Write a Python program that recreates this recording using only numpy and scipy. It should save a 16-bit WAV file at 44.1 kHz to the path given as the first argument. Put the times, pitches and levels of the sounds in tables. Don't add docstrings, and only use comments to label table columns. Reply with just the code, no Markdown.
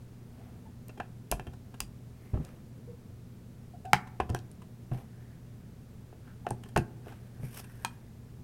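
import sys
import numpy as np
from scipy import signal
from scipy.fft import rfft, irfft, next_fast_len
from scipy.io import wavfile
from scipy.ndimage import uniform_filter1d

SR = 44100
rng = np.random.default_rng(int(sys.argv[2]) if len(sys.argv) > 2 else 0)


def unload_audio(sound):
    columns = np.transpose(np.atleast_2d(sound))
    steps = np.round(np.clip(columns, -1, 1) * 32767)
    wavfile.write(sys.argv[1], SR, steps.astype(np.int16))


N = 372115
TAP = 4096
TIME_S = np.arange(N) / SR
RING_S, TAP_S = TIME_S[:SR // 4], TIME_S[:TAP]
TAP_HZ = np.linspace(1, SR / 2, TAP // 2 + 1)


def undb(db):
    return 10 ** (np.asarray(db) / 20)


def unit(x):
    return x / np.sqrt(np.mean(x ** 2))


def fade(t, t60_s):
    return np.exp(-np.log(1000) * t / max(t60_s, .001))


def band(x, low_hz, high_hz, order=2):
    sos = signal.butter(order, [low_hz, min(high_hz, SR * .48)], "band", fs=SR, output="sos")
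    return signal.sosfilt(sos, x)


def colour(x, points):
    hz, db = np.transpose(points)
    size = next_fast_len(len(x), True)
    bins_hz = np.linspace(1, SR / 2, size // 2 + 1)
    gain = undb(np.interp(np.log(bins_hz), np.log(hz), db))
    return unit(irfft(rfft(x, size) * gain, size)[:len(x)])


def drift(rate_hz):
    size = int(SR / rate_hz)
    steps = np.repeat(rng.standard_normal(N // size + 1), size)
    return unit(uniform_filter1d(steps, size)[:N])


def add(track, start_s, x):
    start = int(start_s * SR)
    track[start:start + len(x)] += x[:len(track) - start]


def background(air_db=-61, waver_db=1.0):
    # freq_hz, gain_db
    air_spectrum = [(20, -13), (50, -10.5), (85, -4.5), (125, -7), (165, -7.5), (245, -9), (290, -18.5),
                    (420, -19.5), (550, -25.5), (1000, -33.5), (1700, -37), (3000, -41.5), (7000, -44.5),
                    (16000, -47.5)]
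    # freq_hz, rms_db
    hum_partials = [(120, -52.5), (240, -66.5)]
    air = colour(rng.standard_normal(N), air_spectrum)
    air *= undb(air_db) / np.std(band(air, 300, 16000, order=6))
    hum = sum(undb(db) * unit(np.sin(2 * np.pi * (hz * TIME_S + rng.random())))
              for hz, db in hum_partials)
    return air + hum * undb(waver_db * drift(1.8))


def rubs(rub_db=-2, hiss_db=-1, ring_db=-4, grain_db=3.0, swell_db=17):
    # peak_s, rise_s, fall_s, level_db, bright_db, ring_hz
    strokes = [(0.42, 0.2, 0.4, -61, -14, 680), (2.258, 0.16, 0.24, -65.5, -6, 1990),
               (2.462, 0.11, 0.15, -55, -15, 510), (4.938, 0.023, 0.11, -50.5, -12, 734),
               (5.25, 0.28, 0.38, -66.5, -14, 1710), (6.285, 0.056, 0.082, -58.5, -18, 1484),
               (7.08, 0.051, 0.15, -51, -16.5, 360), (7.455, 0.034, 0.03, -56, 0.5, 2170),
               (7.586, 0.062, 0.024, -52.5, 9, 1090), (7.81, 0.88, 0.28, -62.5, -4, 1650)]
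    # freq_hz, gain_db
    rub_spectrum = [(250, 4), (700, 2), (1700, -5), (3000, -10.5), (5000, -24), (16000, -35)]
    # freq_hz, gain_db
    hiss_spectrum = [(800, -22), (1250, -4), (1800, -1), (2500, 8), (4300, -4.5), (5500, 4), (7000, -4.5),
                     (8600, 4.5), (12500, 5), (14700, -1), (16000, -9)]
    catches = rng.standard_normal((2, N)) * undb(grain_db * drift(350))
    rub, hiss = colour(catches[0], rub_spectrum), colour(catches[1], hiss_spectrum)
    out = np.zeros(N)
    for peak_s, rise_s, fall_s, level_db, bright_db, ring_hz in strokes:
        from_peak = np.maximum((peak_s - TIME_S) / rise_s, (TIME_S - peak_s) / fall_s)
        envelope = undb(level_db - swell_db * np.minimum(from_peak, 10))
        ring = unit(band(catches[1], ring_hz / 1.15, ring_hz * 1.15))
        out += envelope * (undb(rub_db) * rub + undb(ring_db) * ring + undb(bright_db + hiss_db) * hiss)
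    return out


def squeaks(waver=0.032, overtone_db=-25):
    # start_s, length_s, pitch_hz, rms_db
    slips = [(0.654, 0.052, 895, -61.5), (2.875, 0.081, 465, -53), (3.736, 0.032, 737, -54),
             (3.847, 0.078, 760, -44.5), (6.449, 0.021, 820, -52)]
    out = np.zeros(N)
    for start_s, length_s, pitch_hz, rms_db in slips:
        progress = np.linspace(0, 1, int(length_s * SR))
        phase = 2 * np.pi * np.cumsum(pitch_hz * (1 + waver * drift(230)[:len(progress)])) / SR
        tone = np.sin(phase) + undb(overtone_db) * np.sin(2 * phase)
        add(out, start_s, undb(rms_db) * unit(np.sin(np.pi * np.sqrt(progress)) * tone))
    return out


def table_thumps(rise_s=0.0041, trim_db=-2, rattle_gain=0.44, t60_cycles=13.1):
    # start_s, level_db, pitch_hz
    thumps = [(1.314, -25.5, 47.7), (1.399, -30.5, 121), (1.476, -31, 81), (1.805, -35.5, 45.4),
              (2.334, -17, 102.6), (2.345, -22.5, 61), (2.399, -22, 142), (3.933, -17, 132),
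              (4.202, -25.5, 74.6), (4.298, -19, 96), (4.327, -20.5, 121.6), (4.914, -16.5, 125),
              (4.947, -31.5, 126.6), (6.509, -23.5, 113.3), (6.759, -15, 85.3), (6.78, -17, 129),
              (7.393, -31.5, 117), (7.431, -23.5, 134)]
    out = np.zeros(N)
    for start_s, level_db, pitch_hz in thumps:
        swing = np.sin(2 * np.pi * pitch_hz * RING_S)
        rattle = rattle_gain * unit(band(rng.standard_normal(len(RING_S)), 6.7, 200))
        envelope = fade(RING_S, t60_cycles / pitch_hz) * (1 - np.exp(-RING_S / rise_s))
        add(out, start_s, undb(level_db + trim_db) * (swing + rattle) * envelope)
    return out


def lid(start_s=7.848):
    # freq_hz, peak_db, t60_s
    lid_modes = [(949, -25, 0.038), (1296, -32.5, 0.047), (2470, -28.5, 0.036)]
    out = np.zeros(N)
    for freq_hz, peak_db, t60_s in lid_modes:
        add(out, start_s, undb(peak_db) * np.sin(2 * np.pi * freq_hz * RING_S) * fade(RING_S, t60_s))
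    return out


def coils(twin_ratio=0.93, twin_db=-8):
    # start_s, level_db, pitch_hz, t60_s
    twangs = [(0.894, -50, 2690, 0.05), (1.002, -47, 2645, 0.081), (1.322, -46, 2650, .12),
              (1.396, -52, 2640, .08), (1.473, -63, 2690, .09), (1.8045, -32, 4780, 0.022),
              (3.934, -48.5, 1790, 0.47), (4.203, -48, 2560, 0.12), (4.202, -47.5, 4870, 0.023),
              (6.765, -49.5, 1596, 0.28), (6.775, -55, 14150, .13)]
    out = np.zeros(N)
    for start_s, level_db, pitch_hz, t60_s in twangs:
        phase = 2 * np.pi * pitch_hz * RING_S
        pair = np.sin(phase) + undb(twin_db) * np.sin(twin_ratio * phase)
        add(out, start_s, undb(level_db) * pair * fade(RING_S, t60_s))
    return out


def burst(contact_s):
    age = TAP_S / (contact_s / 4)
    impacts = rng.standard_normal(TAP) * age * np.exp(-age)
    whitened = irfft(np.exp(1j * np.angle(rfft(impacts))))
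    return whitened * (1 - np.exp(-2 * age)) * np.exp(-age / 2)


def resonance(freq_hz, width_hz, peak_db):
    return undb(2 * peak_db) / (1 + (2 * (TAP_HZ - freq_hz) / width_hz) ** 2)


def tilted(level_db, slope_db_oct):
    register_oct = (0, -1.1, 1, 2.1, 3.5)
    return level_db + slope_db_oct * np.array(register_oct)


def case_ring(push, levels_db, spot_power=0, scatter_db=4.5, detune=0.01, bass_db=-12, top_db=-11.5):
    # freq_hz, width_hz, gain_db over the dead plastic
    case_modes = [(213.8, 15, 9.5), (348.4, 8.8, 13.5), (399, 55, 10.5), (735, 21, 18.5), (851, 45, 17),
                  (1025, 97, 11.5), (1362, 63, 9.5), (1593, 170, 8), (1766, 44, 8.5), (2420, 65, 7.5),
                  (2721, 200, 12), (3190, 100, 10), (5033, 320, -2.5), (5730, 170, -3), (6706, 320, 3),
                  (8670, 330, 6.5), (9800, 170, 4), (11840, 640, -2)]
    registers = [(600, 1150), (250, 600), (1150, 2400), (2400, 5500), (5500, 16000)]
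    jitter = rng.standard_normal((len(case_modes), 2))
    power = 1 + spot_power + sum(resonance(hz * (1 + detune * shift), width_hz, db + scatter_db * weight)
                                 for (hz, width_hz, db), (shift, weight) in zip(case_modes, jitter))
    band_power = [power[(TAP_HZ > low) & (TAP_HZ < high)].sum() / len(power) for low, high in registers]
    knock, hollow, clack, edge, tick = levels_db - 10 * np.log10(band_power)
    shape_db = np.interp(np.log(TAP_HZ), np.log([60, 200, 580, 820, 1600, 3600, 9000, 16000]),
                         [hollow + bass_db, hollow, hollow, knock, clack, edge, tick, tick + top_db])
    cepstrum = irfft(np.log(np.sqrt(power) * undb(shape_db)))
    cepstrum[1:TAP // 2] *= 2
    cepstrum[TAP // 2 + 1:] = 0
    response = irfft(np.exp(rfft(cepstrum)))
    return signal.fftconvolve(response, push / np.linalg.norm(push))


def scuffs(length_s=0.013, grit_db=4, ping_q=12, ping_db=12):
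    # start_s, level_db, slope_db_oct, ping_hz
    contacts = [(0.892, -26, -4, 1320), (0.974, -25.5, -5, 1750), (1.467, -24.5, -3.5, 790),
                (1.533, -30.5, -3, 1420), (1.74, -27.5, -3, 3660), (3.851, -28.5, -1.5, 3780),
                (4.071, -34, -1.5, 1090), (4.292, -21, -3, 2480), (4.362, -24.5, -3, 2600),
                (4.618, -32.5, -2, 1100), (4.914, -31, -5, 734), (6.125, -34.5, -6.5, 826),
                (6.657, -33, -3, 1710), (6.686, -39, 1.5, 11900), (7.066, -29.5, -11.5, 383),
                (7.12, -29.5, -3.5, 1690), (7.568, -29, 0.5, 5450), (7.592, -27, -0.5, 5340),
                (7.64, -34, 0.5, 2450)]
    # knock_db, hollow_db, clack_db, edge_db, tick_db
    colour_db = (1.5, -2, -1, -2.7, 0)
    out = np.zeros(N)
    age = TAP_S / (length_s / 4)
    for start_s, level_db, slope_db_oct, ping_hz in contacts:
        catches = rng.standard_normal(TAP) * undb(grit_db * rng.standard_normal(TAP))
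        levels_db = tilted(level_db, slope_db_oct) + colour_db
        ping = resonance(ping_hz, ping_hz / ping_q, ping_db)
        add(out, start_s, case_ring(catches * age * np.exp(-age), levels_db, ping))
    return out


def snaps(contact_s=0.0047, ping_q=14, crack_power=3.162):
    # start_s, level_db, edge_db, ping_hz, ping_db
    clicks = [(0.882, -23.5, -21, 13800, 22), (1.314, -1, -10.5, 11400, 15), (1.8033, -5, -11.5, 14100, 12),
              (2.449, -29, -2, 2400, 21), (4.3, -27.5, -3, 5000, 15), (4.3464, -15.5, -10.5, 5750, 18),
              (4.361, -35, -10, 14000, 14), (4.389, -33.5, 6, 5600, 9), (4.514, -31.5, -14, 9400, 19),
              (6.488, -32, -3.5, 3946, 16), (6.5057, -17, -11, 8860, 19), (6.7739, -13.5, -8, 9300, 16),
              (7.601, -24.5, -7, 12600, 21)]
    # knock_db, hollow_db, clack_db
    colour_db = (-18.5, -15, -26)
    out = np.zeros(N)
    for start_s, level_db, edge_db, ping_hz, ping_db in clicks:
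        levels_db = np.add([*colour_db, edge_db, 0], level_db)
        ping = resonance(ping_hz, ping_hz / ping_q, ping_db)
        add(out, start_s, case_ring(burst(contact_s), levels_db, crack_power + ping))
    return out


def knocks(ping_q=11):
    # start_s, level_db, slope_db_oct, hollow_db, ping_hz, ping_db, contact_s
    hits = [(0.9995, -2.5, -9.5, -10, 790, 19, 0.0099), (1.321, -2, -9.5, -4.5, 695, 22, 0.0093),
            (1.396, -14.5, -5.5, -4, 2700, 14, 0.0046), (1.804, -15, -1.5, -3, 1040, 20, 0.0031),
            (2.341, -24.5, -8.5, 7.5, 200, 24, 0.0031), (2.3735, -20, -12, 3, 1290, 21, 0.008),
            (3.932, 14.5, -5.5, -22.5, 2230, 15, 0.0044), (3.9432, -4.5, -13, -14.5, 1400, 13, .004),
            (4.1999, 1, -8.5, -3.5, 800, 17, 0.011), (4.3468, -6, -7.5, -3, 734, 19, 0.005),
            (6.466, -3, -9, -6, 727, 23, 0.0062), (6.508, -5.5, -17.5, -5, 725, 17.5, 0.0046),
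            (6.635, -26, -1.5, -18, 3110, 28, 0.0095), (6.761, 3.5, -6.5, -8.5, 1620, 23, 0.012),
            (6.766, 2.5, -15, -2.5, 710, 11, 0.0051), (6.773, -6, -3, 6, 351, 18.5, 0.012),
            (7.8479, -9, -0.46, -16, 4150, 10, 0.0038)]
    # knock_db, hollow_db, clack_db, edge_db, tick_db
    colour_db = (-2.5, -1.5, -1, -3.5, 1)
    out = np.zeros(N)
    for start_s, level_db, slope_db_oct, hollow_db, ping_hz, ping_db, contact_s in hits:
        knock_db, _, *treble_db = tilted(level_db, slope_db_oct)
        levels_db = np.add([knock_db, knock_db + hollow_db, *treble_db], colour_db)
        ping = resonance(ping_hz, ping_hz / ping_q, ping_db)
        add(out, start_s, case_ring(burst(contact_s), levels_db, ping))
    return out


def room(x, gap_s=0.0055, slap_s=0.01, slap_db=-13, early_t60_s=0.12, late_db=-8):
    # freq_hz, level_db, t60_s
    reverb_bands = [(153, -6, 0.99), (350, -9.5, 0.72), (720, -14.5, 0.44), (1277, -9.5, 0.44),
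                    (3260, -8.5, 0.16), (6500, -13, 0.21), (15530, -16.5, 0.19)]
    t = TIME_S[:SR // 3]
    response = np.zeros(len(t))
    for freq_hz, level_db, t60_s in reverb_bands:
        decay = fade(t, early_t60_s) + undb(late_db) * fade(t, t60_s)
        tail = band(rng.standard_normal(len(t)), freq_hz / 1.23, freq_hz * 1.79) * decay
        bandwidth_gain = np.sqrt(freq_hz * (1.5 - 1 / 1.5) * 2 / SR)
        add(response, gap_s, undb(level_db) * bandwidth_gain * tail / np.linalg.norm(tail))
    add(response, slap_s, undb(slap_db) * band(signal.unit_impulse(len(t)), 260, 2800, order=1))
    return x + signal.oaconvolve(x, response)[:N]


def scene():
    handling = knocks() + snaps() + coils() + lid() + scuffs() + table_thumps() + squeaks() + rubs()
    return (room(handling) + background())[None]


def record(dry, top_hz=16200):
    return signal.sosfilt(signal.ellip(10, .2, 80, top_hz, fs=SR, output="sos"), dry)


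dry = scene()
out = record(dry)
unload_audio(out)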